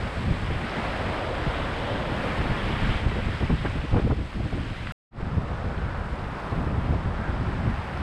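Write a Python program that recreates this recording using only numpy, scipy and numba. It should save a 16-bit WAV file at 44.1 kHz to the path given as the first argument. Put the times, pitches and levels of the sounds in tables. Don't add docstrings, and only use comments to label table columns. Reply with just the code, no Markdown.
import sys
import numpy as np
from scipy import signal
from scipy.fft import rfft, irfft, next_fast_len
from scipy.io import wavfile
from scipy.ndimage import uniform_filter1d
from numba import njit

SR = 44100
rng = np.random.default_rng(int(sys.argv[2]) if len(sys.argv) > 2 else 0)


def invert_db(x):
    u = np.asarray(x, float) / 20
    return 10 ** u


def int16_out(signal):
    q = np.round(np.clip(np.atleast_2d(signal).T, -1, 1) * 32767)
    wavfile.write(sys.argv[1], SR, q.astype(np.int16))


N = 353682
T = np.arange(N) / SR
HZ = np.fft.rfftfreq(next_fast_len(N), 1 / SR)
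CUT_S, FADE_FROM_S, FADE_TO_S = 4.922, 5.108, 5.21


def unit(x):
    return x / np.sqrt(np.mean(x ** 2))


def shaped(x, gain):
    size = next_fast_len(N)
    return irfft(rfft(x, size) * gain, size)[:N]


def colour(points):
    hz, db = np.transpose(points)
    return invert_db(np.interp(np.log(HZ + 1), np.log(hz), db))


def curves(tables):
    s, *columns = np.transpose(np.concatenate(tables))
    return [np.interp(T, s, column) for column in columns]


def random_level(rate):
    hold = int(SR / rate)
    steps = np.repeat(rng.standard_normal(N // hold + 1), hold)
    return unit(uniform_filter1d(uniform_filter1d(steps, hold), hold)[:N])


def swells(rows):
    return sum(db * np.exp(-(2 * (T - s) / max(length, .01)) ** 2) for s, db, length in rows)


def evened(x, span_s, share=0.87):
    k = max(int(span_s * SR), 64)
    power = uniform_filter1d(uniform_filter1d(x ** 2, k), k)
    return x / power ** (share / 2)


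@njit
def bubbles(start, hz, cycles, size, n, glide):
    out = np.zeros(n)
    for k in range(len(start)):
        length = int(cycles[k] * SR / hz[k])
        turn = np.exp(2j * np.pi * hz[k] / SR - 2 / length)
        rise = np.exp(2j * np.pi * hz[k] / SR * glide / length)
        z = size[k] + 0j
        for i in range(start[k], min(start[k] + 3 * length, n)):
            out[i] += z.imag
            z *= turn
            turn *= rise
    return out


HISS_DB, HISS_FOLLOWS, USUAL_WASH_DB = -7, 0.48, -41
# (t/s, wash level/dB in the middle band, low roar level/dB against the scene's colour)
SURF_LEVELS = [
    [(0.0, -39.5, 0), (0.4, -39.5, -2.5), (0.65, -37.5, -2), (0.85, -35.5, 0), (1.03, -37.5, 1.5),
     (1.17, -37.5, 2.5), (1.3, -38.5, 3), (1.5, -36, 1), (1.8, -37, 0), (2.1, -37, 2), (2.5, -35, -1),
     (2.75, -34, -2.5), (2.82, -33, -5), (2.9, -33, -5), (2.98, -35, -5), (3.03, -39.5, -1.5),
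     (3.15, -38, -3.5), (3.45, -38.5, -5.5), (4.0, -42, -1.5), (4.25, -46.5, -3), (4.6, -43, -3.5),
     (4.9, -42, -5.5)],
    [(5.25, -47, 0), (5.55, -43.5, 0.5), (6.15, -43.5, -0.5), (6.55, -41.5, 1), (7.07, -43.5, 0.5),
     (7.29, -42, 1), (7.55, -41.5, -2), (8.0, -39.5, -2.5)],
]
# (f/Hz, relative level/dB per Hz)
SURF_TONE = [
    [(120, -10.5), (250, -4.5), (420, -6), (540, -4.5), (700, -5.5), (1100, -7.5), (1500, -9),
     (2200, -11.5), (3300, -14), (6000, -14.5), (15000, -15)],
    [(120, -28), (250, -5.5), (450, -5.5), (700, -4), (1340, -7), (2120, -14.5), (3300, -20), (6000, -18.5),
     (15000, -23)],
]
# (peak t/s, rise level/dB, length t/s)
SPRAY_RISES = [(0.6, 3, 2.0), (2.3, 8, 1.1), (6.45, 14, 1.1), (7.9, 16, .6)]


def surf(foam_share=0.28, swell_db=0.4, flicker_db=0.34):
    wash_db, roar_db = curves(SURF_LEVELS)
    hiss_db = HISS_DB - (1 - HISS_FOLLOWS) * (wash_db - USUAL_WASH_DB)
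    spray_db = swells(SPRAY_RISES)

    when, pitch, ringing, strength = rng.random((60000, 4)).T
    start = (when * N).astype(np.int64)
    hz = 250 * (14000 / 250) ** pitch
    size = invert_db(-1.5 * np.log(strength + 1e-9)) * hz
    foam = bubbles(start, hz, 3 + 6 * ringing, size, N, .1)
    breakers = rng.standard_normal(N)
    water = np.sqrt(foam_share) * unit(foam) + np.sqrt(1 - foam_share) * breakers

    wash_band = (HZ > 1200) & (HZ < 3500)
    first, second = (colour(c) / np.sqrt(np.mean(colour(c) ** 2 * wash_band)) for c in SURF_TONE)
    water = np.where(T < CUT_S, shaped(water, first), shaped(water, second))

    out, surge, near = 0, random_level(9), random_level(8)
    for octave in np.arange(-4, 3.5, .5):
        distance = np.abs(np.log2(HZ / 2000 + 1e-9) - octave)
        band = shaped(water, np.clip(1 - 2 * distance, 0, 1))
        near = 0.32 * near + 0.57 * random_level(8.9)
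        band_db = roar_db * np.clip(-octave / 1.5, 0, 1)
        band_db = band_db + hiss_db * np.clip(octave / 1.6, 0, 1)
        band_db = band_db + spray_db * np.clip(octave - 2.2, 0, 1)
        band_db = band_db + swell_db * surge + 0.22 * near + flicker_db * random_level(14)
        out = out + band * invert_db(band_db)
    return out * invert_db(wash_db)


# (peak t/s, level/dB before a random
# wobble, length t/s, centre f/Hz)
WAVE_BOOMS = [(0.92, -39, 0.28, 640), (1.097, -42, .2, 557), (1.3, -38, 0.27, 560), (1.55, -44, 0.36, 544),
              (1.95, -39.5, .5, 580), (2.3, -42, 0.34, 556), (0.25, -51, 0.76, 8000), (1.9, -42, 1.3, 270),
              (1.8, -47, 1.0, 3300), (2.87, -43.5, 0.37, 3060), (4.5, -47, .6, 300), (5.9, -46.5, .6, 1500),
              (5.3, -46.5, 0.27, 400), (5.65, -45.5, 0.53, 483), (6.5, -46, 0.56, 1000),
              (7.25, -45, .2, 1600)]


def booms(half_width_octaves=.3):
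    out = np.zeros(N)
    for s, db, length, hz in WAVE_BOOMS:
        band = np.exp(-(np.log2(HZ / hz + 1e-9) / half_width_octaves) ** 2)
        swell = np.exp(-(2 * (T - s) / max(length, .05)) ** 2)
        wobble = invert_db(1.5 * random_level(12))
        out += invert_db(db) * swell * wobble * unit(shaped(rng.standard_normal(N), band))
    return out


EDDY_DB, EDDY_GROWTH, USUAL_WIND_DB = -36.5, 0.8, -32
# (t/s, rumble level/dB, choppiness: level/dB of small eddies over their usual share)
WIND_LEVELS = [
    [(0.0, -31, 1), (0.13, -36, -4.5), (0.2, -31, 6), (0.4, -32.5, -0.5), (0.56, -31.5, -7),
     (0.63, -39.5, 4), (0.78, -38, 7.5), (0.9, -33, -1.5), (1.4, -33.5, -3), (2.25, -34, 4),
     (2.45, -30.5, 2), (2.7, -31, 2), (3.0, -27.5, -1.5), (3.3, -30, 0), (3.6, -33.5, 1.5), (3.75, -31, -8),
     (3.9, -29, -1), (3.96, -28, 4), (4.15, -30, 1), (4.23, -32, -2.5), (4.31, -44, -7), (4.36, -32.5, 0),
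     (4.45, -32, 0), (4.6, -32.5, 3), (4.9, -35.5, -3.5)],
    [(5.2, -31, 3), (5.45, -32, 0.5), (5.55, -33, 0.5), (5.8, -30.5, -1), (6.0, -32.5, -3.5),
     (6.2, -36, -1), (6.42, -37.5, 1.5), (6.54, -34, 1.5), (6.6, -27, 5), (6.7, -27.5, 1.5),
     (6.85, -28.5, 5.5), (7.0, -28.5, 1), (7.2, -30.5, 1.5), (7.4, -30.5, 0.5), (7.55, -31.5, 4),
     (7.68, -30, 1.5), (7.8, -30, -4.5), (7.86, -40, 1), (8.0, -31.5, 0.5)],
]
# (peak t/s, rise or fall level/dB, length t/s)
GUSTS_AND_LULLS = [(0.17, 6.5, .03), (0.235, 5, 0.021), (0.28, 10, 0.017), (0.315, 8, 0.035),
                   (0.39, -2, 0.027), (0.43, 8, 0.02), (0.48, 1, .03), (0.525, 8, 0.021), (0.565, 6.5, .04),
                   (0.875, 2, 0.033), (1.475, 7, 0.037), (1.609, 6.5, 0.042), (1.83, 4, 0.027),
                   (2.40, 9, 0.029), (2.459, 9, 0.021), (2.485, -12, 0.023), (2.51, 6, 0.026),
                   (2.59, -5, .04), (2.65, 5, 0.06), (2.71, -1, 0.024), (2.748, 5.5, 0.051),
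                   (2.79, -6, .04), (2.84, 2, 0.054), (2.905, 6.5, 0.044), (2.965, 3.5, 0.026),
                   (3.0, -7, 0.048), (3.067, 7, 0.037), (3.15, -1, .025), (3.215, -2, 0.02),
                   (3.283, 8.5, 0.038), (3.39, -10, 0.035), (3.433, 12, 0.034), (3.525, 12.5, 0.062),
                   (3.625, 4, .015), (3.68, 6, 0.03), (3.79, 4, 0.056), (3.85, -8, 0.026),
                   (3.949, 10.5, 0.084), (4.01, -8, .025), (4.047, 8, 0.018), (4.068, 8, 0.033),
                   (4.09, -8, 0.014), (4.12, 8, 0.047), (4.15, -5.5, .02), (4.37, 3, .02),
                   (4.415, 8.5, 0.025), (4.49, -5, 0.046), (4.62, 4, .03), (4.645, -4, .025),
                   (4.715, 5, .03), (4.745, -7, .025), (5.234, 7.5, 0.018), (5.384, 9, 0.025),
                   (5.67, 4, 0.05), (5.86, 6.5, 0.033), (6.0, 2.5, .04), (6.13, 5.5, 0.023),
                   (6.278, 6, 0.035), (6.41, -3, .03), (6.695, -3, 0.018), (6.805, -5, .02),
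                   (6.878, -7, .02), (6.9, 2, .02), (7.035, -5, .025), (6.685, 2.5, 0.06),
                   (6.785, 7, 0.029), (6.84, 2, 0.023), (6.93, 6.5, 0.077), (7.0, 1, .05),
                   (7.07, 5.5, 0.032), (7.24, -7, 0.025), (7.287, 4.5, 0.055), (7.41, 0, .03),
                   (7.485, 6, .03), (7.62, 3.5, 0.059), (7.98, 0.5, 0.025)]
# (f/Hz, relative level/dB per Hz)
RUMBLE_TONE = [(10, -13), (22, -1), (45, 4), (75, 4), (120, -0.5), (170, -14), (260, -37.5), (1000, -100)]
# (f/Hz, relative level/dB per Hz)
EDDY_TONE = [(20, -66), (60, -18), (120, -1), (170, 1), (225, -3), (290, -10.5), (400, -17), (800, -28),
             (1600, -46), (5000, -100)]


def wind(flutter_db=1.5, eddy_flutter_db=2.5):
    steady_db, choppy_db = curves(WIND_LEVELS)
    rumble_db = steady_db + swells(GUSTS_AND_LULLS)
    eddy_db = EDDY_DB + EDDY_GROWTH * (rumble_db - USUAL_WIND_DB) + choppy_db
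    flutter = random_level(40)
    rumble = evened(shaped(rng.standard_normal(N), colour(RUMBLE_TONE)), 0.06)
    rumble = unit(rumble * invert_db(flutter_db * flutter))
    patchy_db = eddy_flutter_db * (0.95 * flutter + 0.5 * random_level(30))
    eddies = evened(shaped(rng.standard_normal(N), colour(EDDY_TONE)), 0.034)
    eddies = unit(eddies * invert_db(patchy_db))
    return invert_db(rumble_db) * rumble + invert_db(eddy_db) * eddies


# (t/s, peak level/dB, reach f/Hz, length t/s)
WIND_SLAPS = [(0.298, -20.5, 354, 0.034), (0.503, -24, 600, 0.026), (1.464, -20, 302, 0.021),
              (2.443, -24, 302, 0.016), (2.694, -21, 350, 0.028), (3.114, -26, 700, 0.022),
              (3.155, -23.5, 700, 0.038), (3.187, -20, 900, 0.019), (3.281, -19, 596, 0.012),
              (3.408, -23, 600, 0.014), (3.427, -19.5, 800, 0.016), (3.495, -22, 350, 0.011),
              (3.501, -15.5, 900, 0.011), (3.514, -21, 300, 0.014), (3.533, -21, 300, 0.015),
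              (3.65, -17, 900, 0.014), (3.671, -25, 700, .012), (3.754, -23.5, 404, 0.034),
              (3.837, -23, 402, 0.03), (3.913, -28, 800, 0.011), (3.93, -19, 450, 0.014),
              (3.942, -16, 900, .012), (3.958, -17.5, 1300, 0.032), (3.981, -19, 1800, 0.016),
              (3.996, -17, 900, 0.0091), (4.017, -26, 500, 0.01), (4.043, -19.5, 300, 0.025),
              (4.07, -19.5, 348, 0.0116), (4.097, -20, 1000, 0.02), (4.12, -19, 495, 0.018),
              (4.186, -22, 499, 0.015), (4.21, -26, 400, .014), (4.399, -23, 1000, 0.015),
              (4.444, -33, 300, .01), (4.466, -31, 400, .008), (4.526, -22, 900, 0.012),
              (4.546, -26, 600, 0.016), (4.576, -27, 600, 0.015), (4.704, -26, 297, 0.016),
              (5.205, -26, 400, 0.01), (5.382, -25, 300, .01), (6.671, -23, 350, .014),
              (6.707, -26, 400, .014), (6.737, -26, 500, 0.031), (6.785, -22, 300, .01),
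              (6.84, -26, 300, 0.018), (6.921, -24.5, 710, 0.025)]


def buffets():
    out = np.zeros(N)
    t = np.arange(int(.15 * SR)) / SR
    body = signal.butter(1, [70, 400], "band", fs=SR, output="sos")
    for s, db, reach_hz, length in WIND_SLAPS:
        low = signal.butter(3, np.clip(reach_hz, 150, 3000), fs=SR, output="sos")
        gust = signal.sosfilt(low, rng.standard_normal(len(t)))
        gust = evened(signal.sosfilt(body, gust), 0.016)
        attack = np.minimum(t / 0.0057, 1)
        burst = gust * attack * np.exp(-(t / max(length, .005)) ** 2.9)
        i = int((s - .003) * SR)
        out[i:i + len(t)] += invert_db(db) * burst / np.abs(burst).max()
    return out


# (start t/s, level/dB at the peak, from f/Hz, to f/Hz, length t/s)
GUST_WHISTLES = [(3.647, -28, 600, 1790, .03), (3.958, -30.5, 800, 2200, .015),
                 (3.984, -31.5, 887, 2290, .015), (4.101, -28, 606, 1300, .02),
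                 (6.925, -30, 450, 1000, .032)]


def whistles(rough=.35):
    out = np.zeros(N)
    for s, db, from_hz, to_hz, length in GUST_WHISTLES:
        samples = max(length, .005) * SR
        u = np.arange(int(samples)) / samples
        wobble = unit(uniform_filter1d(rng.standard_normal(4096), size=40))[:len(u)]
        hz = (from_hz + (to_hz - from_hz) * u) * (1 + rough * wobble)
        tone = np.sin(2 * np.pi * np.cumsum(hz) / SR)
        i = int(s * SR)
        out[i:i + len(u)] += invert_db(db) * np.sin(np.pi * u) ** 1.2 * tone
    return out


# (t/s, peak level/dB, pitch f/Hz)
DROP_TICKS = [(4.329, -32, 1400), (4.609, -40, 8000), (4.759, -33, 1500), (4.871, -23, 1800),
              (4.909, -26, 1500), (5.779, -33, 2500)]


def drops():
    out, t = np.zeros(N), np.arange(int(.02 * SR)) / SR
    for s, db, hz in DROP_TICKS:
        band = signal.butter(2, [hz / 2.0, hz * 1.24], "band", fs=SR, output="sos")
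        tick = unit(signal.sosfilt(band, rng.standard_normal(len(t)))) * np.exp(-t / .0025)
        i = int(s * SR)
        out[i:i + len(t)] += invert_db(db) * tick / np.abs(tick).max()
    return out


def scene():
    return (surf() + booms() + wind() + buffets() + whistles() + drops())[None]


# (f/Hz, gain level/dB)
HOUSING_TONE = [(3300, 0.5), (4300, -4.5), (5200, -6.5), (5750, -13.5), (7200, -15.5), (8050, -11.5),
                (9800, -21.5), (10700, -21), (12000, -30.5), (13400, -35), (15000, -59), (17000, -76.5)]


def microphone(x, overload=0.42):
    return overload * np.tanh(shaped(x, colour(HOUSING_TONE)) / overload)


def low_pass(x):
    return signal.sosfilt(signal.butter(12, 15100, fs=SR, output="sos"), x)


def record(dry):
    fade = np.clip((T - FADE_FROM_S) / (FADE_TO_S - FADE_FROM_S), 0, 1) ** 1.4
    heard = microphone(dry[0]) * np.where(T < CUT_S, 1, fade)
    return low_pass(heard[None])


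dry = scene()
out = record(dry)
int16_out(out)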